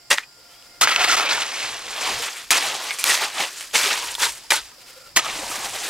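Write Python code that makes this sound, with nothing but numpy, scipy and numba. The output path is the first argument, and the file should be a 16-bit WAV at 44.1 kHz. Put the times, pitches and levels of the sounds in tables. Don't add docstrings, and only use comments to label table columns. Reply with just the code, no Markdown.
import sys
import numpy as np
from scipy import signal
from scipy.fft import rfft, irfft
from scipy.io import wavfile
from scipy.ndimage import uniform_filter1d, map_coordinates
from numba import njit

SR = 44100
rng = np.random.default_rng(int(sys.argv[2]) if len(sys.argv) > 2 else 0)


def store_pcm(level_fs):
    pcm = np.round(np.clip(level_fs, -1, 1) * 32767).astype(np.int16)
    wavfile.write(sys.argv[1], SR, np.atleast_2d(pcm).T)


def level_to_linear(level):
    exponent = np.asarray(level, float) / 20
    return 10 ** exponent


N = 259749

# start t/s, crunch level/dB, hold/s, release/(dB per
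# s), deep grain level/dB
BITES = [(.1005, -22, .038, 1400, -12), (.110, -21, .002, 900, -12), (.125, -21, .003, 900, -12),
         (.144, -37, .01, 300, -14), (.170, -33, .013, 1200, -12), (.186, -38, .006, 700, -12),
         (.198, -46.5, .036, 800, -22), (.808, -16, .026, 380, -10), (.872, -21, .05, 400, -16),
         (1.163, -20, .03, 300, -2), (1.286, -23, .035, 90, 0), (1.398, -27, .022, 500, -14),
         (2.505, -18.5, .01, 200, -7), (2.983, -33, .03, 300, -30), (3.756, -21.5, .15, 95, -11),
         (4.29, -42, .03, 70, -25), (4.502, -20.5, .034, 300, -34), (4.552, -27, .012, 2000, -30),
         (4.6, -48.5, .06, 80, -35), (5.1585, -15.5, .011, 700, -13), (5.24, -35, .005, 300, -10)]
# peak t/s, level/dB, 10 dB rise/s, 10 dB fall/s, deep grain level/dB
DRAGS = [(.985, -26, .05, .03, -8), (.945, -28, .03, .02, -6), (1.008, -19.5, .018, .04, -14),
         (1.042, -19, .03, .016, -14), (1.085, -19, .022, .04, -15), (1.122, -19.5, .04, .03, -15),
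         (1.148, -19.5, .02, .014, -15), (2.53, -19, .012, .025, -7), (2.555, -18.5, .015, .03, -7),
         (2.577, -23, .015, .015, -7), (1.23, -25.5, .04, .17, 2), (1.66, -29, .4, .15, -8),
         (2.08, -26, .21, .17, 3), (2.23, -29.5, .06, .09, -4), (2.38, -37, .08, .1, -30),
         (2.64, -25, .06, .18, 5), (2.9, -29.5, .15, .04, -8), (2.95, -37, .05, .07, -20),
         (3.082, -20, .035, .015, -13), (3.113, -19, .025, .03, -13), (3.146, -17.5, .014, .012, -6),
         (3.17, -26, .03, .06, -6), (3.222, -20.5, .022, .055, -2), (3.41, -23, .062, .062, 2),
         (3.6, -37.5, .16, .11, -45), (3.743, -24, .008, .02, 0), (3.756, -16, .01, .014, -15),
         (4.08, -34, .12, .07, -25), (4.234, -17, .03, .04, -45), (5.195, -19.5, .02, .004, -9),
         (5.31, -29.5, .2, .15, 4), (5.43, -33, .06, .06, 14), (5.54, -31.5, .09, .13, 4),
         (5.66, -32, .09, .07, 8), (5.76, -32.5, .05, .06, 8), (5.86, -30.5, .1, .2, 4)]
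# from t/s, to t/s
LIFTED = [
    (.3, .808),
    (4.72, 5.158),
]
# t/s, left port delay/us, fine grain level/dB
BLADE_PATH = [(.1, 6.9, -8), (.13, 6.9, -9.5), (.185, 11, -15), (.84, 51.3, -7), (.875, 50, -17),
              (.91, 49, -11), (.95, 48, -11), (1.14, 46, -7), (1.17, 46, -14), (1.2, 45, -9),
              (1.29, 44, -14), (1.33, 43, -10), (1.9, 30, -9.5), (2.3, 7, -7.5), (2.55, 15, -7),
              (2.8, 3.7, -10.5), (3.1, 1.6, -4), (3.27, 1.6, -10), (3.68, 1.7, -5), (3.95, 5, -9),
              (4.18, 11, -4), (4.5, 18, -7), (5.15, 65, -7.5), (5.25, 18, -10), (5.5, 8, -5.5),
              (5.8, 1, -6)]
# f/Hz, density level/dB per Hz
GRIT_COLOUR = [(71, -56), (120, -43), (418, -38), (712, -11.5), (1090, -3.5), (1340, -3.5), (1620, -3),
               (2640, -1.5), (8480, -5), (13300, -16.5), (16000, -35)]
# from t/s, to t/s, f/Hz, width/Hz, level/dB
BLADE_RINGS = [(.1, .15, 1950, 250, 2), (.15, 0.254, 1950, 200, 8.5), (0.796, 1.234, 1324, 120, 4),
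               (.8, 1.165, 1990, 150, -3.5), (.9, 1.298, 2560, 100, -4), (.98, 1.16, 720, 80, 1),
               (1.25, 1.436, 1380, 100, -0.5), (2.49, 2.564, 2500, 150, 0), (3.035, 3.235, 1950, 250, -8),
               (3.74, 3.946, 2440, 250, -22), (2.896, 2.93, 2250, 200, 4), (2.984, 3.025, 2370, 100, 10),
               (4.575, 4.61, 3600, 120, 8), (1.24, 1.32, 2400, 150, 2), (3.974, 4.155, 950, 40, 8),
               (4.17, 4.29, 936, 45, 10.5), (4.572, 4.603, 950, 90, 2), (4.574, 4.605, 1470, 80, 10),
               (4.51, 4.525, 1900, 300, 3), (5.238, 5.275, 1230, 120, 1), (5.15, 5.21, 1900, 120, -6),
               (5.15, 5.21, 3080, 200, -11), (5.65, 5.774, 780, 100, -18)]
# t/s, peak level/dB, ring f/Hz, ring t60/s, crack level/dB
STONES = [(0.111, 10, 1800, 0.015, -18), (0.128, 6, 3000, 0.015, -16), (0.234, -17, 2470, 0.06, -30),
          (0.81, -24, 1270, 0.012, -17), (1.045, 2, 1350, 0.02, -12), (1.197, 4, 1280, 0.022, -17),
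          (2.553, -24, 1360, 0.015, -12), (3.094, -2, 1930, 0.015, -9), (3.142, -6.5, 1970, 0.018, 0.5),
          (3.257, -14, 3320, 0.015, -16), (3.405, 1, 1850, 0.018, -13), (3.751, -6, 2150, 0.039, -20),
          (4.182, -17, 910, 0.015, -8), (4.229, -15, 4500, 0.017, -21), (4.249, 8, 4060, 0.015, -23),
          (4.519, 7, 930, .025, -40), (4.52, 2, 580, .05, -40), (4.564, -6, 950, .03, -30),
          (4.564, -5, 1490, .03, -30), (4.717, -24, 990, 0.05, -40), (5.162, 9, 2980, 0.017, -18),
          (5.172, -0.5, 3100, 0.022, -15), (5.192, -5, 1300, 0.015, -7), (5.264, -8, 1230, 0.024, -12),
          (5.669, -12, 743, 0.015, -14)]
# t/s, peak level/dB, ring f/Hz, brightness level/dB
TICKS = [(.1118, -2, 2760, -24), (0.183, -2, 1890, -30), (0.6245, -32, 2900, -14), (1.867, -20, 3590, -16),
         (3.614, -21, 2630, -16), (0.8733, 2.5, 1700, -24), (0.9615, 2.5, 2640, -20),
         (0.964, -6, 2200, -24), (1.4205, -8, 2900, -24), (2.5062, 3, 2330, -9), (2.625, -8, 1900, -17),
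         (2.664, -17, 9500, -10), (2.9072, -6, 2200, -22), (2.912, -13, 2150, -28),
         (2.9865, -16, 2370, -14), (3.0406, 4, 2330, -5), (3.1755, -8, 1890, -14), (3.609, -14, 2900, -11),
         (3.93, -6, 3940, -16), (4.142, -17, 5000, -16), (4.1515, -8, 3540, -14), (4.439, -33, 4730, -13),
         (4.505, -8, 2390, -15), (4.5205, 1, 926, -18), (5.074, -33, 4770, -13), (5.091, -32, 4620, -14),
         (4.1545, -15, 3540, -14), (3.0955, -3, 2900, -16), (3.301, -21, 3000, -14),
         (1.0465, -6, 3000, -14)]
# t/s, peak level/dB, f/Hz
ROLLING_STONES = [(0.109, -12, 1870), (0.11, -19, 1060), (0.111, -13, 2760), (0.114, -14, 3550),
                  (0.126, -12, 1920), (0.127, -15, 3360), (0.822, -13, 1270), (0.903, -16, 1340),
                  (0.913, -21, 4670), (0.919, -17, 1310), (1.079, -20, 4520), (1.083, -16, 2690),
                  (1.096, -13, 1380), (1.124, -17, 1340), (1.129, -19, 3550), (1.139, -15, 1250),
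                  (1.266, -20, 2370), (1.306, -21, 2480), (1.312, -19, 1440), (1.344, -21, 1790),
                  (1.377, -22, 1460), (2.517, -19, 860), (2.517, -16, 4690), (2.624, -21, 3060),
                  (2.996, -25, 2370), (3.075, -20, 1980), (3.08, -17, 4950), (3.096, -15, 1920),
                  (3.113, -19, 1870), (3.212, -21, 900), (3.402, -20, 1830), (3.403, -22, 3010),
                  (3.403, -21, 2220), (3.751, -18, 3060), (3.752, -15, 3550), (3.754, -18, 4330),
                  (3.754, -13, 2200), (3.825, -19, 3510), (4.024, -29, 1030), (4.088, -30, 2820),
                  (4.198, -30, 930), (4.231, -21, 1870), (4.232, -18, 3550), (4.265, -21, 930),
                  (4.504, -20, 3040), (4.504, -19, 3940), (4.505, -21, 1420), (4.505, -20, 5000),
                  (4.505, -12, 2390), (4.535, -17, 880), (4.535, -17, 4390), (4.54, -18, 1460),
                  (5.164, -16, 2670), (5.169, -16, 1060), (5.17, -13, 3120), (5.171, -13, 1890),
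                  (5.19, -19, 1890), (5.191, -18, 1270), (5.264, -23, 1230), (5.512, -27, 1250)]
# t/s, peak
# level/dB, f/Hz
WET_LUMPS = [(0.113, -21, 580), (0.373, -54, 450), (1.007, -21, 710), (1.073, -25, 730), (1.248, -31, 540),
             (1.305, -27, 520), (2.041, -28, 750), (2.087, -27, 780), (2.196, -34, 470), (2.635, -26, 800),
             (2.737, -31, 820), (3.395, -26, 780), (3.738, -28, 470), (3.86, -30, 390), (4.021, -41, 470),
             (4.117, -44, 540), (4.777, -48, 540), (4.963, -45, 520), (5.019, -51, 520), (5.082, -51, 560),
             (5.387, -34, 300), (5.416, -33, 540), (5.66, -30, 800), (5.75, -34, 800), (5.811, -38, 820),
             (5.881, -37, 450), (.186, -34, 1756), (.874, -23, 1326), (2.908, -28, 2184),
             (2.908, -32, 2376), (2.99, -29, 2380), (4.437, -46, 900), (4.716, -49, 1250),
             (4.826, -52, 710), (5.04, -48, 1410)]
# t/s, peak level/dB
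JOLTS = [
    (.812, -40),
    (2.506, -35),
    (3.75, -46),
    (5.162, -35),
]
# t/s, peak level/dB, f/Hz
THUDS = [(.812, -38, 150), (2.1, -36, 280), (2.105, -36, 400), (2.15, -42, 115), (2.02, -42, 310),
         (3.4, -40, 170), (3.75, -33, 230), (5.165, -32, 190), (5.3, -36, 260), (5.36, -33, 330),
         (5.43, -36, 220), (5.5, -34, 300), (5.58, -36, 240), (1.31, -33, 280)]
# from t/s, to t/s, low mode level/dB, upper mode level/dB, rustle level/dB
PALM_SLIPS = [
    (.38, .55, -63, -67, -60),
    (.5, .62, -72, -68, -56),
    (.62, .72, -62, -64, -55),
    (.72, .8, -64, -61, -57),
    (4.62, 4.76, -78, -74, -54),
    (4.77, 4.8, -70, -58, -52),
    (4.8, 4.95, -66, -61, -47),
    (4.95, 5.0, -55, -53, -47),
    (5.0, 5.08, -57, -52, -50),
    (5.08, 5.13, -59, -66, -53),
]
# f/Hz, width/Hz
HANDLE = [
    (530, 50),
    (1400, 80),
    (2700, 5300),
]
# f/Hz, width/Hz
GROUND = (124, 31)
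# f/Hz, width/Hz, level/dB, tymbal clicks/(1 per s)
CICADAS = [
    (4850, 500, -54.5, 250),
    (5450, 300, -63, 290),
    (7360, 550, -60, 180),
]
# from t/s, to t/s, levels of partials 1, 2, 3/dB
CROW = [
    (-.05, .09, -67, -64, -68),
    (.27, .47, -74, -63, -77),
    (.45, .62, -63, -70, -76),
    (.64, .72, -64, -62, -63),
    (.72, .81, -64, -57, -60),
]
# from t/s, to t/s, from f/Hz, to f/Hz, level/dB
BIRD = [
    (.47, .65, 2950, 3500, -55),
    (.52, .565, 3800, 2900, -54),
]
# f/Hz, density level/dB per Hz
FIELD_COLOUR = [(59, -34), (100, -17), (302, -8), (524, -11), (634, -7), (1280, -10), (1360, -17),
                (1610, -9.5), (4110, -11.5), (5300, -4.5), (6290, -16.5), (9020, -14.5), (16000, -20)]
# f/Hz, likeness/(0 to 1)
FIELD_ALIKE = [(60, 0.42), (300, .8), (1400, 0.88), (3100, 0.25), (6800, 0.11), (15000, 0.18)]
# f/Hz, width/Hz, level/dB
FAR_MOTOR = (118, 15, -75)
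# peak t/s, 10 dB change/s, breeze level/dB, rumble level/dB
GUSTS = [(.85, .05, -53, -54), (1.0, .08, -53, -56), (1.13, .08, -50, -54), (1.36, .1, -56, -55),
         (1.7, .2, -60, -58), (1.9, .1, -58, -66), (2.14, .08, -51, -50), (2.53, .1, -60, -60),
         (2.72, .1, -66, -57), (3.15, .1, -67, -63), (3.82, .1, -60, -64), (4.1, .2, -56, -62),
         (4.28, .1, -55, -62), (4.6, .09, -55, -68), (5.2, .1, -60, -55), (5.42, .25, -55, -57),
         (5.65, .2, -55, -55)]


def hoe():
    t = np.arange(N) / SR
    hits = crunch() + stones()
    out = hits + ticks()
    for t0, t1, hz, width, db in BLADE_RINGS:
        out += level_to_linear(db) * mode(hits * ((t > t0) & (t < t1)), hz, width)
    tail_t = np.arange(4000) / SR
    tail = rng.standard_normal((2, 4000)) * level_to_linear(-60 * tail_t / 0.04)
    out += level_to_linear(-43) * signal.fftconvolve(out, tail, axes=1)[:, :N]
    return high_pass(out, 3, 310)


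def crunch(grains=90000, cycles=19.2, scatter_db=1.5, slip_db=1.1, clump_db=1.8, clumps_per_s=45, edge_us=10):
    draw, odd = rng.random((grains, 3)).T, rng.standard_normal(grains)
    s = draw[0] * N / SR
    hz = (12 + 114 * draw[1]) ** 2
    t60 = cycles / hz
    size = level_to_linear(on_log(GRIT_COLOUR, hz) - scatter_db * np.log(draw[2])) * hz ** (3 / 4)
    mid = (hz > 1000) & (hz < 4500)
    steady = pings(s[mid] * SR, 0 * s[mid], hz[mid], t60[mid], size[mid], N)
    size = size / np.sqrt(np.mean(steady ** 2))

    level_db, deep_db, fine_db = work(s)
    deep = np.clip(np.log2(1300 / hz) / 1.6, 0, 1.6)
    fine = np.clip(np.log2(hz / 3500), 0, 1.4)
    gain = level_to_linear(level_db + deep * (deep_db + 16) + fine * (fine_db + 5.5))
    for t0, t1 in LIFTED:
        gain = gain * ((s < t0) | (s > t1))

    slip = level_to_linear(slip_db * walk(120)[(s * SR).astype(int)])
    clumps = rng.standard_normal((int(N / SR * clumps_per_s) + 2, 16))
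    patch = map_coordinates(clumps, [s * clumps_per_s, 2 * np.log2(hz / 140)], order=1)
    slip = slip * level_to_linear(clump_db * patch - 0.1)
    lag = lag_at(s) + edge_us * 1e-6 * SR * odd[::-1]
    return pings(s * SR + 4, lag, hz, t60, size * gain * slip * np.sign(odd), N)


def work(s, bite_s=.004, bite_db=36, spray_db=9, spray_s=.025, trickle_fine=.12):
    t = np.arange(0, N / SR + .002, .001)
    parts = []
    for at, db, rise, fall, deep_db in DRAGS:
        parts.append((db + swell(t, at, rise, fall), deep_db, 0 * t))
    for at, db, hold, release, deep_db in BITES:
        attack_db = np.minimum(bite_db * ((t - at) / bite_s - 1), 0)
        decay_db = release * np.maximum(t - at - bite_s - hold, 0)
        spray = spray_db * np.exp(-np.maximum(t - at, 0) / spray_s)
        parts.append((db + attack_db - decay_db, deep_db, spray))
    levels, deeps, fines = zip(*parts)
    power = level_to_linear(2 * np.array(levels)) + 1e-12
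    total = power.sum(axis=0)
    level_db = 10 * np.log10(total)
    deep_db = np.array(deeps) @ power / total
    fine_db = (power * np.array(fines)).sum(axis=0) / total
    fine_db = fine_db - trickle_fine * (np.maximum(level_db, -55) + 25)
    when, _, view_db = np.transpose(BLADE_PATH)
    fine_db = fine_db + np.interp(t, when, view_db)
    return [np.interp(s, t, v) for v in (level_db, deep_db, fine_db)]


def stones(crack_s=0.000763):
    s, peak_db, hz, t60, crack_db = np.transpose(STONES)
    ring = pings(s * SR, lag_at(s), hz, t60, level_to_linear(peak_db - 21), N)
    draw = rng.random((len(s), 24, 3))
    at = (s[:, None] - crack_s * np.log(draw[..., 0])).ravel()
    chip_hz = (1200 * 11 ** draw[..., 1]).ravel()
    size = level_to_linear((peak_db + crack_db)[:, None] - 17 * draw[..., 2]).ravel()
    size = size * np.resize([1, -1], at.size)
    return ring + pings(at * SR, lag_at(at), chip_hz, 6 / chip_hz, size, N)


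def ticks(chips=40, spread_s=.0006, ring_s=.018):
    out, draw = np.zeros((2, N)), rng.random((len(TICKS), 3, chips))
    for (s, peak_db, ring_hz, bright_db), (late, pitch, turn) in zip(TICKS, draw):
        lowest, first = max(ring_hz * .72, 900), int(s * SR) - 8
        at = np.append(s - spread_s * np.log(late), s)
        chip_hz = lowest * (14000 / lowest) ** ((np.arange(chips) + pitch) / chips)
        hz, t60 = np.append(chip_hz, ring_hz), np.append(7 / chip_hz, ring_s)
        tilt = np.clip(np.log2(chip_hz / 3000), 0, 1.5) / 1.5
        size = np.append(np.sign(turn - .5) * level_to_linear((bright_db + 15) * tilt), 1.4)
        tick = pings(at * SR - first, lag_at(at), hz, t60, size, 2000)
        out[:, first:first + 2000] += tick * level_to_linear(peak_db - 2.5) / np.abs(tick).max()
    return high_pass(out, 2, 520)


def soft_knocks(table, t60_s, soft=2.5):
    s, peak_db, hz = np.transpose(table)
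    size, t60 = level_to_linear(peak_db + 8), t60_s + 0 * s
    dying = pings(s * SR, lag_at(s), hz, t60, size, N)
    building = pings(s * SR, lag_at(s), hz, t60 / soft, size, N)
    return dying - building


def jolts(hz=70, t60_s=.012):
    s, peak_db = np.transpose(JOLTS)
    return pings(s * SR, 0 * s, hz + 0 * s, t60_s + 0 * s, level_to_linear(peak_db + 10), N)


def thuds(cycles=14):
    s, peak_db, hz = np.transpose(THUDS)
    return high_pass(pings(s * SR, 0 * s, hz, cycles / hz, level_to_linear(peak_db), N), 2, 110)


def hands():
    rub = rng.standard_normal(N) * level_to_linear(3 * walk(70))
    t, out = np.arange(N) / SR, 0
    for k, (hz, width) in enumerate(HANDLE):
        gain = sum(level_to_linear(dbs[k]) * held(t, t0, t1) for t0, t1, *dbs in PALM_SLIPS)
        out = out + gain * unit(mode(mode(rub, hz, width), hz, 4 * width))
    return out


def rumble():
    return gusts(1, -74) * unit(mode(rng.standard_normal(N), *GROUND))


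def cicadas():
    out = 0
    for hz, width, db, rate in CICADAS:
        click_hz = rate * (1 + 0.047 * walk(15))
        beat = 1 + .5 * np.sin(2 * np.pi * np.cumsum(click_hz) / SR)
        shared, own = rng.standard_normal(N), rng.standard_normal((2, N))
        chorus = mode(mode((shared + 1.2 * own) * beat, hz, width), hz, width * 2)
        out = out + level_to_linear(db + walk(10)) * unit(chorus)
    return out


def crow(note_hz=702):
    t, out = np.arange(N) / SR, 0
    phase = 2 * np.pi * np.cumsum(note_hz * (1 + 0.002 * walk(31.6))) / SR
    gains = sum(level_to_linear(np.array(dbs))[:, None] * held(t, t0, t1) for t0, t1, *dbs in CROW)
    for k, gain in enumerate(gains):
        out = out + np.sqrt(2) * gain * level_to_linear(2 * walk(27)) * np.sin((k + 1) * phase)
    return out


def bird():
    t, out = np.arange(N) / SR, 0
    for t0, t1, hz0, hz1, db in BIRD:
        arch = np.sin(np.pi * np.clip((t - t0) / (t1 - t0), 0, 1))
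        phase = 2 * np.pi * np.cumsum(np.interp(t, [t0, t1], [hz0, hz1])) / SR
        out = out + level_to_linear(db + 4 * walk(60)) * arch * np.sin(phase)
    return out


def field(level_db=-51.5):
    hz = np.arange(N // 2 + 1) * SR / N
    alike = np.clip(on_log(FIELD_ALIKE, hz), 0, 1)
    mid, side = (rfft(rng.standard_normal(N)) * level_to_linear(on_log(FIELD_COLOUR, hz)) for _ in range(2))
    opposed = np.array([[1], [-1]])
    both = irfft(mid * np.sqrt(1 + alike) + side * np.sqrt(1 - alike) * opposed, N)
    return level_to_linear(level_db + 1.5 * walk(4)) * unit(both)


def breeze():
    own = mode(mode(rng.standard_normal((2, N)), 26, 18), 26, 30)
    puff = rng.standard_normal(N) + 2.2 * own
    band = signal.butter(2, [25, 80], "band", fs=SR, output="sos")
    return gusts(0, -70) * unit(signal.sosfilt(band, puff))


def far_motor():
    hz, width, db = FAR_MOTOR
    return level_to_linear(db) * unit(mode(rng.standard_normal(N), hz, width))


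def gusts(column, calm_db):
    t = np.arange(0, N / SR + .02, .01)
    power = level_to_linear(2 * calm_db) + sum(level_to_linear(2 * (dbs[column] + swell(t, at, span, span))) for at, span, *dbs in GUSTS)
    return np.interp(np.arange(N) / SR, t, np.sqrt(power))


def swell(t, peak_s, rise_s, fall_s, bend=1.4):
    return -10 * np.where(t < peak_s, (peak_s - t) / rise_s, (t - peak_s) / fall_s) ** bend


def held(t, t0, t1, fade_s=.025):
    return np.clip(np.minimum(t - t0, t1 - t) / fade_s + .5, 0, 1)


def lag_at(s):
    when, late_us, _ = np.transpose(BLADE_PATH)
    return np.interp(s, when, late_us) * 1e-6 * SR


@njit
def pings(start, lag, hz, t60, size, n):
    out = np.zeros((2, n))
    for k in range(len(start)):
        pole = (2j * np.pi * hz[k] - np.log(1000.) / t60[k]) / SR
        step = np.exp(pole)
        for c in range(2):
            at = start[k] + lag[k] * (.5 - c)
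            i = int(at) + 1
            z = size[k] * np.exp(pole * (i - at))
            for j in range(i, min(n, i + int(t60[k] * SR * .7))):
                out[c, j] += z.imag
                z *= step
    return out


def mode(x, hz, width):
    return signal.lfilter(*signal.iirpeak(hz, hz / width, fs=SR), x)


def high_pass(x, order, hz):
    return signal.sosfilt(signal.butter(order, hz, "high", fs=SR, output="sos"), x)


def walk(rate):
    k = int(SR / rate)
    return uniform_filter1d(np.repeat(rng.standard_normal(N // k + 1), k), k)[:N]


def unit(x):
    return x / np.sqrt(np.mean(x ** 2))


def on_log(table, hz):
    f, v = np.transpose(table)
    return np.interp(np.log(np.maximum(hz, 1)), np.log(f), v)


def scene():
    blows = soft_knocks(ROLLING_STONES, .03) + soft_knocks(WET_LUMPS, .08) + jolts() + thuds()
    work_sounds = hoe() + blows + hands() + rumble()
    return work_sounds + cicadas() + crow() + bird() + field() + breeze() + far_motor()


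def band_limit(x):
    return signal.sosfilt(signal.butter(12, 16000, fs=SR, output="sos"), x)


def record(dry):
    top_cut = signal.ellip(8, .2, 60, 15750, fs=SR, output="sos")
    mix = np.clip(signal.sosfilt(top_cut, dry), -1, 1)
    return band_limit(mix)


dry = scene()
out = record(dry)
store_pcm(out)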